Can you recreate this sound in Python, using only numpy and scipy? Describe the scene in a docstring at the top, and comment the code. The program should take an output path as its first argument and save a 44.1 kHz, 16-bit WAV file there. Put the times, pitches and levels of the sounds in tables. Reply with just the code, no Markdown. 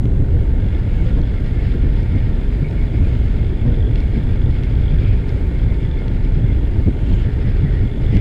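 """Wind thumps on the microphone over the rumble of an idling six-cylinder diesel.
We stand at the rail of a small fishing boat: the sea washes behind, machinery hums on board, and
each firing sets the engine block clattering and a loose fitting rattling. Close by, an angler winds
in a reel whose gears whirr, grind, squeak and tick; a sleeve brushes past and faint hoots come and go.
One microphone hears it all, with a limiter holding the gusts down."""
import sys
import numpy as np
from scipy import signal
from scipy.fft import rfft, irfft, next_fast_len
from scipy.io import wavfile
from scipy.ndimage import uniform_filter1d, minimum_filter1d, map_coordinates

SR = 44100
rng = np.random.default_rng(int(sys.argv[2]) if len(sys.argv) > 2 else 0)


def int16_out(signal):
    """Quantize to a 16-bit WAV file."""
    q = np.round(np.clip(np.atleast_2d(signal).T, -1, 1) * 32767)
    wavfile.write(sys.argv[1], SR, q.astype(np.int16))


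N = 361971


def from_db(db):
    """Decibels to gain."""
    return 10 ** (np.asarray(db) / 20)


def rms_one(x):
    """Scale to unit power."""
    return x / np.sqrt(np.mean(x ** 2) + 1e-20)


def seconds():
    """The time of every sample."""
    return np.arange(N) / SR


def in_time(curve):
    """Join (time, value) points by straight lines."""
    return np.interp(seconds(), *np.transpose(curve))


def swell(centre_s, half_s):
    """A bell-shaped envelope, down to 1/e at half_s either side of its centre."""
    return np.exp(-np.minimum(((seconds() - centre_s) / half_s) ** 2, 50))


def drift(rate):
    """A smooth random wander with spread 1, changing about rate times a second."""
    step, settle = 40, 2000
    pole = np.exp(-2 * np.pi * step * rate / SR)
    white = rng.standard_normal(N // step + settle + 2)
    slow = signal.lfilter([1], [1, -2 * pole, pole * pole], white)[settle:]
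    return np.interp(np.arange(N) / step, np.arange(len(slow)), rms_one(slow))


def filtered(x, order, hz, kind):
    """A maximally flat low-, high- or band-pass."""
    return signal.sosfilt(signal.butter(order, hz, kind, fs=SR, output="sos"), x)


def coloured(x, spectrum):
    """Give a signal a spectrum that falls away steeply beyond its ends; rms 1."""
    hz, db = np.transpose(spectrum)
    size = next_fast_len(N)
    f = np.maximum(np.arange(size // 2 + 1) * SR / size, 1)
    skirts = np.minimum(f / hz[0], 1) ** 2 * np.minimum(hz[-1] / f, 1) ** 2
    shape = from_db(np.interp(np.log(f), np.log(hz), db))
    return rms_one(irfft(rfft(x, size) * skirts * shape, size)[:N])


def noise(spectrum):
    """Noise with the given spectrum; rms 1."""
    return coloured(rng.standard_normal(N), spectrum)


def evened(x, span_s):
    """Take the slow swells out of a noise."""
    return x / np.sqrt(uniform_filter1d(x ** 2, max(int(span_s * SR), 2)) + 1e-9)


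def resonate(x, modes):
    """Parallel resonances of alternating sign."""
    out = np.zeros(len(x))
    for k, (hz, width, db) in enumerate(modes):
        r = np.exp(-np.pi * width / SR)
        poles = [1, -2 * r * np.cos(2 * np.pi * hz / SR), r * r]
        out += (-1) ** k * from_db(db) * (1 - r * r) / 2 * signal.lfilter([1, 0, -1], poles, x + 1e-18)
    return out


def steep_ring(x, hz, width, skirt_hz, db=0):
    """One resonance, its skirts trimmed by a second of width skirt_hz."""
    return resonate(resonate(x, [(hz, width, db)]), [(hz, skirt_hz, 0)])


# Water around the boat: f/Hz, relative density/dB
SEA_SPECTRUM = [(300, 3), (800, -2.5), (1100, -9.5), (1600, -15), (2300, -12.5), (3000, -18.5), (4000, -18),
                (5000, -35.5), (5850, -33), (6400, -27.5), (7500, -28), (10000, -32), (12000, -36.5),
                (15000, -37.5)]

def sea(level_db=-46.0, lapping_db=0.8):
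    """The even wash of the water, out beyond the rail."""
    return from_db(level_db + lapping_db * drift(4.3)) * noise(SEA_SPECTRUM)


# Steady machinery on board: f/Hz, relative level/dB
HUM_TONES = [(36.1, -30), (60.7, -27), (78.2, -31), (84.3, -31.5), (117.1, -31.5), (144.4, -33.5),
             (272.9, -48), (367.9, -46.5), (412.5, -45.5)]

def machinery(hum_db=2.0, waver_db=3.5):
    """Steady tones from elsewhere on the boat beat against the engine."""
    clock = seconds() + np.cumsum(0.00089 * drift(0.72)) / SR
    tones = sum(from_db(db + waver_db * drift(1.98)) * np.sin(2 * np.pi * (hz * clock + rng.random()))
                for hz, db in HUM_TONES)
    return from_db(hum_db) * tones


# Hollow tones in the background: t/s, length/s, start f/Hz, end f/Hz, relative level/dB
HOOT_GLIDES = [(0.33, 0.081, 490, 433, -30.5), (1.054, 0.1, 501, 517, -32.5),
               (3.637, 0.34, 485, 427, -32.5)]

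def hoots(waver=0.00515):
    """Faint hollow tones start quickly and glide as they fade."""
    out = np.zeros(N)
    for s, length, start_hz, end_hz, db in HOOT_GLIDES:
        along = np.clip((seconds() - s) / length, 0, 1)
        hz = (start_hz + (end_hz - start_hz) * along) * (1 + waver * drift(20.4))
        envelope = np.minimum(along * 12, 1) * np.sqrt(1 - along)
        out += from_db(db) * envelope * np.sin(2 * np.pi * np.cumsum(hz) / SR)
    return out


# Resonances of a loose fitting on board: f/Hz, width/Hz, relative level/dB
FITTING_MODES = [(3240, 90, -2), (3390, 39, 1.5), (3484, 74, 0)]
# How hard it rattles: t/s, relative level/dB
RATTLE_LEVEL = [(0.15, -65.5), (0.75, -55), (0.9, -65), (1.12, -52), (1.7, -60), (2.42, -55), (2.65, -69),
                (2.9, -53), (3.1, -62), (3.5, -53), (3.87, -50.5), (4.1, -57), (4.35, -51.5), (4.6, -55.5),
                (4.92, -49), (5.35, -62), (5.87, -49.5), (6.2, -63), (6.47, -52.5), (6.85, -61), (7.1, -56),
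                (7.3, -59), (8.2, -51.5)]

def rattle(firings, level_db=-1.5, jitter_s=0.0006, uneven_db=2.0, mode_spread_db=4.0, bounce_db=-12.5):
    """Each firing knocks the fitting, a little early or late; it bounces once, and no two ring alike."""
    beats = np.flatnonzero(np.diff(np.floor(firings + 0.5)))
    hits = beats + jitter_s * SR * rng.standard_normal(len(beats))
    bounces = hits + SR * rng.uniform(0.0035, 0.0203, len(beats))
    when = np.clip(np.r_[hits, bounces].astype(int), 0, N - 1)
    knock_db = np.repeat([0, bounce_db], len(beats)) + uneven_db * rng.standard_normal(len(when))
    ringing = np.zeros(N)
    for hz, width, db in FITTING_MODES:
        strength = from_db(knock_db + mode_spread_db * rng.standard_normal(len(when)))
        knocks = np.zeros(N)
        knocks[when] = strength * rng.choice([-1, 1], len(when))
        ringing += steep_ring(knocks, hz, width, skirt_hz=600, db=db)
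    return from_db(in_time(RATTLE_LEVEL) + level_db) * evened(rms_one(ringing), span_s=0.72)


FIRING_HZ, CYLINDERS = 47.45, 6
# Engine rumble at the rail: multiple of the working cycle, relative level/dB
ENGINE_ORDERS = [(6, -35.5), (9, -34.5), (12, -26.5), (14, -41.5), (16, -30), (18, -50.5), (21, -30),
                 (22, -51), (30, -51), (32, -49.5), (45, -51.5), (51, -50.5)]
# Resonances of the engine block: f/Hz, width/Hz, relative level/dB
BLOCK_MODES = [(897, 24, 5.5), (1430, 82, -2.5), (1594, 160, -6), (1850, 130, -6.5), (2120, 61, -7),
               (2835, 44, -7), (4700, 480, -26)]

def diesel(rumble_db=-5.5, clatter_db=-50.5, knock_sharpness=2.4, uneven_db=1.0, waver_db=3.0):
    """The engine rumbles at orders of its working cycle; each firing shakes the block and the fitting."""
    firings = np.cumsum(FIRING_HZ * (1 + 0.0012 * drift(1.683))) / SR
    cycle = firings / CYLINDERS
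    rumble = sum(from_db(db + waver_db * drift(2.3)) * np.sin(2 * np.pi * (order * cycle + rng.random()))
                 for order, db in ENGINE_ORDERS)
    knock = np.sin(np.pi * firings) ** 2
    cylinder_db = uneven_db * rng.standard_normal(CYLINDERS)
    bursts = knock ** knock_sharpness * from_db(cylinder_db[firings.astype(int) % CYLINDERS])
    clatter = rms_one(resonate((0.34 + bursts) * rng.standard_normal(N), BLOCK_MODES))
    return from_db(rumble_db) * rumble + from_db(clatter_db) * clatter + rattle(firings)


# Large eddies on the microphone: f/Hz, relative density/dB
BUFFET_SPECTRUM = [(10, -16.5), (18, -2), (32, 3), (55, 0.5), (80, -5), (115, -6), (160, -20), (250, -27),
                   (400, -62.5)]
# Small eddies on the microphone: f/Hz, relative density/dB
EDDY_SPECTRUM = [(90, -26.5), (160, -0.5), (250, -0.5), (330, -6), (430, -9), (550, -15.5), (750, -23),
                 (1100, -36.5), (2000, -40.5)]
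# Level of the deep rumble on the microphone, with its swells and brief dips: t/s, relative level/dB
DEEP_RUMBLE_LEVEL = [(0.0, -16.5), (0.21, -10.5), (0.26, -17), (0.36, -13.5), (0.55, -11.5), (0.79, -15.5),
                     (0.92, -15.5), (1.16, -11), (1.26, -17.5), (1.55, -15), (1.95, -14), (2.08, -15),
                     (2.2, -14), (2.42, -14), (2.53, -15), (2.71, -20.5), (2.83, -10.5), (2.9, -20.5),
                     (3.04, -7), (3.1, -15.5), (3.17, -12.5), (3.37, -12.5), (3.56, -18.5), (3.7, -14.5),
                     (3.86, -15.5), (3.96, -14), (4.23, -15), (4.42, -11), (4.56, -16), (4.66, -15.5),
                     (4.84, -11), (4.91, -17.5), (4.98, -14), (5.25, -18), (5.7, -14.5), (5.86, -17),
                     (5.97, -17), (6.44, -12.5), (6.7, -15), (6.87, -16), (6.98, -22), (7.14, -11),
                     (7.21, -15), (7.28, -17), (7.52, -14.5), (7.8, -13.5), (7.92, -20), (8.02, -13.5),
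                     (8.18, -10.5)]

def wind(buffet_db=-1.0, gusty_db=1.0, eddy_db=-29.0, eddy_follows=0.16, lumpy_db=1.5, mean_db=-14.5):
    """Large eddies rumble on the microphone's port; smaller ones come in lumps that follow a little."""
    rumble_db = in_time(DEEP_RUMBLE_LEVEL)
    push = from_db(rumble_db + buffet_db + gusty_db * drift(5.4))
    buffet = push * evened(noise(BUFFET_SPECTRUM), span_s=0.065)
    lumps = evened(noise(EDDY_SPECTRUM) * from_db(lumpy_db * drift(48)), span_s=0.15)
    return buffet + from_db(eddy_db + eddy_follows * (rumble_db - mean_db)) * lumps


# Gusts right on the microphone: t/s, half length/s, boom f/Hz, boom level/dB, relative flutter level/dB
GUSTS = [(0.065, 0.023, 121.3, -20, -22.5), (0.217, 0.028, 107, -24, -24), (0.34, 0.021, 87, -10, -26),
         (1.191, 0.038, 97, -20, -22), (1.759, 0.015, 112, -15, -20.5), (1.852, 0.02, 89, -9.5, -26.5),
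         (2.157, 0.043, 87, -11.5, -26), (2.625, 0.013, 135, -15.5, -24), (2.955, 0.02, 98.7, -17, -24),
         (3.007, 0.033, 97, -20.5, -26), (3.142, 0.0088, 145, -18, -34), (3.683, 0.049, 118, -13, -22.5),
         (4.176, 0.022, 126, -17, -20), (4.332, .02, 110, -19, -33), (4.49, 0.036, 130, -13.5, -38),
         (4.937, 0.011, 150, -10.5, -37), (5.104, 0.029, 102, -7, -43), (6.117, 0.031, 135, -17.5, -26),
         (6.379, 0.016, 140, -15, -27), (6.446, 0.018, 108, -7.5, -24), (6.497, 0.016, 98, -12.5, -28),
         (6.768, 0.031, 85, -12.5, -23.5), (6.879, 0.02, 84.8, -9, -15), (7.126, 0.047, 88, -16, -22.5),
         (7.276, 0.021, 128, -11, -30.5), (7.464, 0.026, 120, -13, -24.5), (7.643, 0.029, 122, -9.5, -26.5),
         (7.838, 0.025, 106.6, -13, -26), (8.152, 0.031, 95.4, -8, -16)]
# The flutter of a gust: f/Hz, relative density/dB
FLUTTER_SPECTRUM = [(130, -3.5), (180, 7.5), (290, -1), (400, -11.5), (700, -26.5), (1500, -41)]

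def gusts(flutter_db=0.5, wobble=0.12):
    """A gust slaps the microphone: a few cycles of deep, unsteady boom with a rough flutter on top."""
    out = np.zeros(N)
    flutter = evened(noise(FLUTTER_SPECTRUM), span_s=0.014)
    clock = seconds() + np.cumsum(wobble * drift(28.0)) / SR
    for s, half, hz, boom_db, rough_db in GUSTS:
        boom = np.sin(2 * np.pi * (hz * clock + rng.random()))
        out += swell(s, half) * (from_db(boom_db) * boom + from_db(rough_db + flutter_db) * flutter)
    return out


# Cloth on cloth: f/Hz, relative density/dB
CLOTH_SPECTRUM = [(2000, 0.5), (3000, 12.5), (4000, -3.5), (5500, -14.5), (8000, -14.5), (11000, -31)]
# Sleeve strokes near the microphone: t/s, half length/s, rub level/dB, zip level/dB, top zip f/Hz
SLEEVE_STROKES = [(0.05, 0.033, -59, -68, 6500), (1.02, 0.14, -53, -66, 6800),
                  (3.196, 0.21, -57.5, -69, 6600), (7.07, 0.12, -51.5, -68, 7000),
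                  (7.176, 0.09, -53, -63.5, 6860), (7.505, 0.027, -54, -58, 5000),
                  (8.15, 0.054, -48, -55, 5100)]

def sleeve(rough_db=2.0, weave_hz=330, zip_sag=0.069):
    """Cloth rubs on cloth; its weave zips at a pitch that follows the speed of the stroke."""
    out, rub = np.zeros(N), noise(CLOTH_SPECTRUM)
    weave = rms_one(filtered(rng.standard_normal(N), 2, weave_hz, "low"))
    for s, half, rub_db, zip_db, top_hz in SLEEVE_STROKES:
        speed = swell(s, half)
        hz = top_hz * (1 - zip_sag * (1 - speed))
        zipping = weave * np.sin(2 * np.pi * np.cumsum(hz) / SR)
        out += speed * (from_db(rub_db) * rub + from_db(zip_db) * zipping)
    return from_db(rough_db * drift(60)) * out


# The reel rubs and sings: t/s, half length/s, f/Hz, nominal width/Hz, level/dB
REEL_SQUEAKS = [(.755, .032, 2160, 60, -45), (1.007, .027, 2220, 50, -44.5), (1.374, 0.028, 2150, 55, -45),
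                (1.596, .02, 2130, 80, -45), (2.166, 0.06, 2160, 80, -44.5), (2.66, 0.024, 2260, 110, -43),
                (2.796, .035, 2240, 130, -44), (3.04, 0.054, 2380, 250, -51), (4.026, 0.018, 2210, 80, -44),
                (4.167, 0.022, 2150, 60, -45), (5.075, 0.083, 2350, 220, -45), (5.56, .06, 2130, 80, -51),
                (5.72, 0.039, 2140, 110, -44), (5.993, 0.043, 2130, 55, -44),
                (6.484, 0.057, 2150, 220, -46.5), (7.277, 0.059, 1750, 250, -46),
                (7.475, 0.05, 1850, 300, -44.5), (7.674, 0.027, 1920, 120, -42.5),
                (7.768, .044, 1860, 110, -43), (8.156, 0.054, 2100, 220, -41)]

def squeaks():
    """Friction in the reel drives one narrow resonance for a moment."""
    out, friction = np.zeros(N), rng.standard_normal(N)
    for s, half, hz, width, db in REEL_SQUEAKS:
        ring = steep_ring(friction, hz, 1.8 * width, skirt_hz=1.8 * width)
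        out += from_db(db) * swell(s, half) * evened(rms_one(ring), span_s=0.018)
    return out


# Ticks of the reel, close by: t/s, relative level/dB, favoured f/Hz
REEL_TICKS = [(0.0555, -39, 2600), (1.2166, -39, 4200), (1.4621, -46, 5500), (2.0300, -44, 5200),
              (2.1585, -48, 6500), (2.7092, -46, 5800), (3.2824, -45, 4300), (3.9577, -32, 3600),
              (4.0036, -37, 4600), (4.5094, -46, 5200), (4.6352, -35, 3000), (4.7530, -45, 4300),
              (5.2924, -38, 5000), (5.989, -43, 5000), (6.081, -37, 4250), (6.1374, -45, 3800),
              (7.1262, -43, 4600), (7.4894, -48, 5400), (8.1686, -31, 3000)]
# Resonances of its housing: f/Hz, width/Hz, relative level/dB
HOUSING_MODES = [(1630, 200, 3.5), (2130, 270, 11), (2760, 180, 5), (3310, 180, 2.5), (4250, 340, 1),
                 (5160, 710, -5), (6440, 800, -10)]

def ticks(tick_db=8.0, chatter_db=-23.5, chatter_s=0.0017, focus_db_per_octave=10.0, snap_db=-10.0):
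    """Each click snaps, rings the housing near its own pitch and chatters as the parts settle."""
    out = np.zeros(N + SR)
    after = np.arange(SR // 25) / SR
    impulse = 1.0 * (after == 0)
    snap = filtered(impulse, 3, [4600, 6400], "band")
    snap *= from_db(snap_db) / np.abs(snap).max()
    for s, db, pitch_hz in REEL_TICKS:
        chatter = from_db(chatter_db) * np.exp(-after / chatter_s) * rng.standard_normal(len(after))
        modes = [(hz, width, mode_db - focus_db_per_octave * abs(np.log2(hz / pitch_hz)))
                 for hz, width, mode_db in HOUSING_MODES]
        ring = resonate(impulse + chatter, modes)
        start = int(s * SR)
        out[start:start + len(after)] += from_db(db + tick_db) * (ring / np.abs(ring).max() + snap)
    return out[:N]


# Resonances of the reel's frame: f/Hz, width/Hz, relative level/dB
FRAME_MODES = [(1396, 48, -3), (1508, 54, -7), (1600, 32, -1), (1752, 33, -3), (1878, 45, -1.5),
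               (2004, 28, -7), (2150, 60, 0), (2300, 140, -2)]

def grind(patchy_db=5.5, wander=0.01202):
    """Teeth rub on one resonance of the frame after another; the pitches wander as under uneven load."""
    rings = np.zeros(N)
    for hz, width, db in FRAME_MODES:
        ring = steep_ring(rng.standard_normal(N), hz, width, skirt_hz=4 * width)
        rings += rms_one(ring) * from_db(db + patchy_db * drift(11))
    clock = np.cumsum(1 + wander * drift(6))
    return evened(map_coordinates(rings, [clock], order=3, mode="mirror"), span_s=0.043)


# Contacts of teeth and line, close by: f/Hz, relative density/dB
GEAR_SPECTRUM = [(700, -25), (1150, -2.5), (1450, -1.5), (2030, -2), (2170, 3), (2320, -2.5), (2650, -6),
                 (3400, -6), (3900, -10), (4450, -11.5), (5100, -12), (5450, -18.5), (5800, -33.5),
                 (6800, -24.5), (9000, -33)]
# How hard the angler winds: t/s, relative level/dB
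WINDING_EFFORT = [(0.0, -65), (0.12, -56.5), (0.35, -49.5), (0.8, -45), (1.28, -46), (1.62, -44.5),
                  (2.6, -45.5), (3.1, -44.5), (3.65, -46.5), (3.95, -44.5), (5.08, -44), (5.22, -45),
                  (5.95, -46), (6.5, -46.5), (6.93, -48.5), (7.2, -45), (7.78, -44), (7.97, -46.5),
                  (8.18, -43)]
# The handle passes the bottom of each turn: t/s
HANDLE_TURNS = [-0.15, 0.53, 1.2, 1.8, 2.45, 3.08, 3.8, 4.45, 5.1, 5.78, 6.42, 7.2, 7.92, 8.6]

def gears(whirr_db=-5.5, grind_db=-4.5, rasp_db=-9.5, grain_db=1.5, catch_db=1.5, split_hz=2550,
          push_db=0.1, push_lead_turns=0.3, rasp_flicker_db=1.0):
    """Dense tiny contacts of teeth and line catch unevenly and swell very slightly with every turn."""
    turn = np.interp(seconds(), HANDLE_TURNS, np.arange(len(HANDLE_TURNS)))
    effort_db = in_time(WINDING_EFFORT) + push_db * np.cos(2 * np.pi * (turn + push_lead_turns))
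    grains = rng.standard_normal(N) * from_db(grain_db * drift(180) + catch_db * drift(9.9))
    contacts = coloured(grains, GEAR_SPECTRUM)
    whirr = from_db(whirr_db) * rms_one(filtered(contacts, 4, split_hz, "low"))
    grinding = from_db(grind_db) * grind()
    treble = rms_one(filtered(contacts, 4, split_hz, "high"))
    rasp = from_db(rasp_db + rasp_flicker_db * drift(22.0)) * treble
    return from_db(effort_db) * (whirr + grinding + rasp)


def scene():
    """Boat, weather and angler at one microphone by the rail."""
    reel = gears() + squeaks() + ticks()
    boat = diesel() + machinery()
    weather = wind() + gusts() + sea()
    return (boat + weather + reel + sleeve() + hoots())[None]


def record(dry, ceiling=0.65, hold_s=0.0033, cutoff_hz=15500):
    """After the microphone, a soft-kneed look-ahead limiter ducks the highest peaks; the top is cut."""
    span = int(hold_s * SR)
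    allowed = (1 + (dry / ceiling) ** 10) ** (-1 / 10)
    gain = uniform_filter1d(minimum_filter1d(allowed, span), span)
    top_cut = signal.ellip(10, 0.1, 80, cutoff_hz, fs=SR, output="sos")
    return signal.sosfilt(top_cut, dry * gain)


dry = scene()
out = record(dry)
int16_out(out)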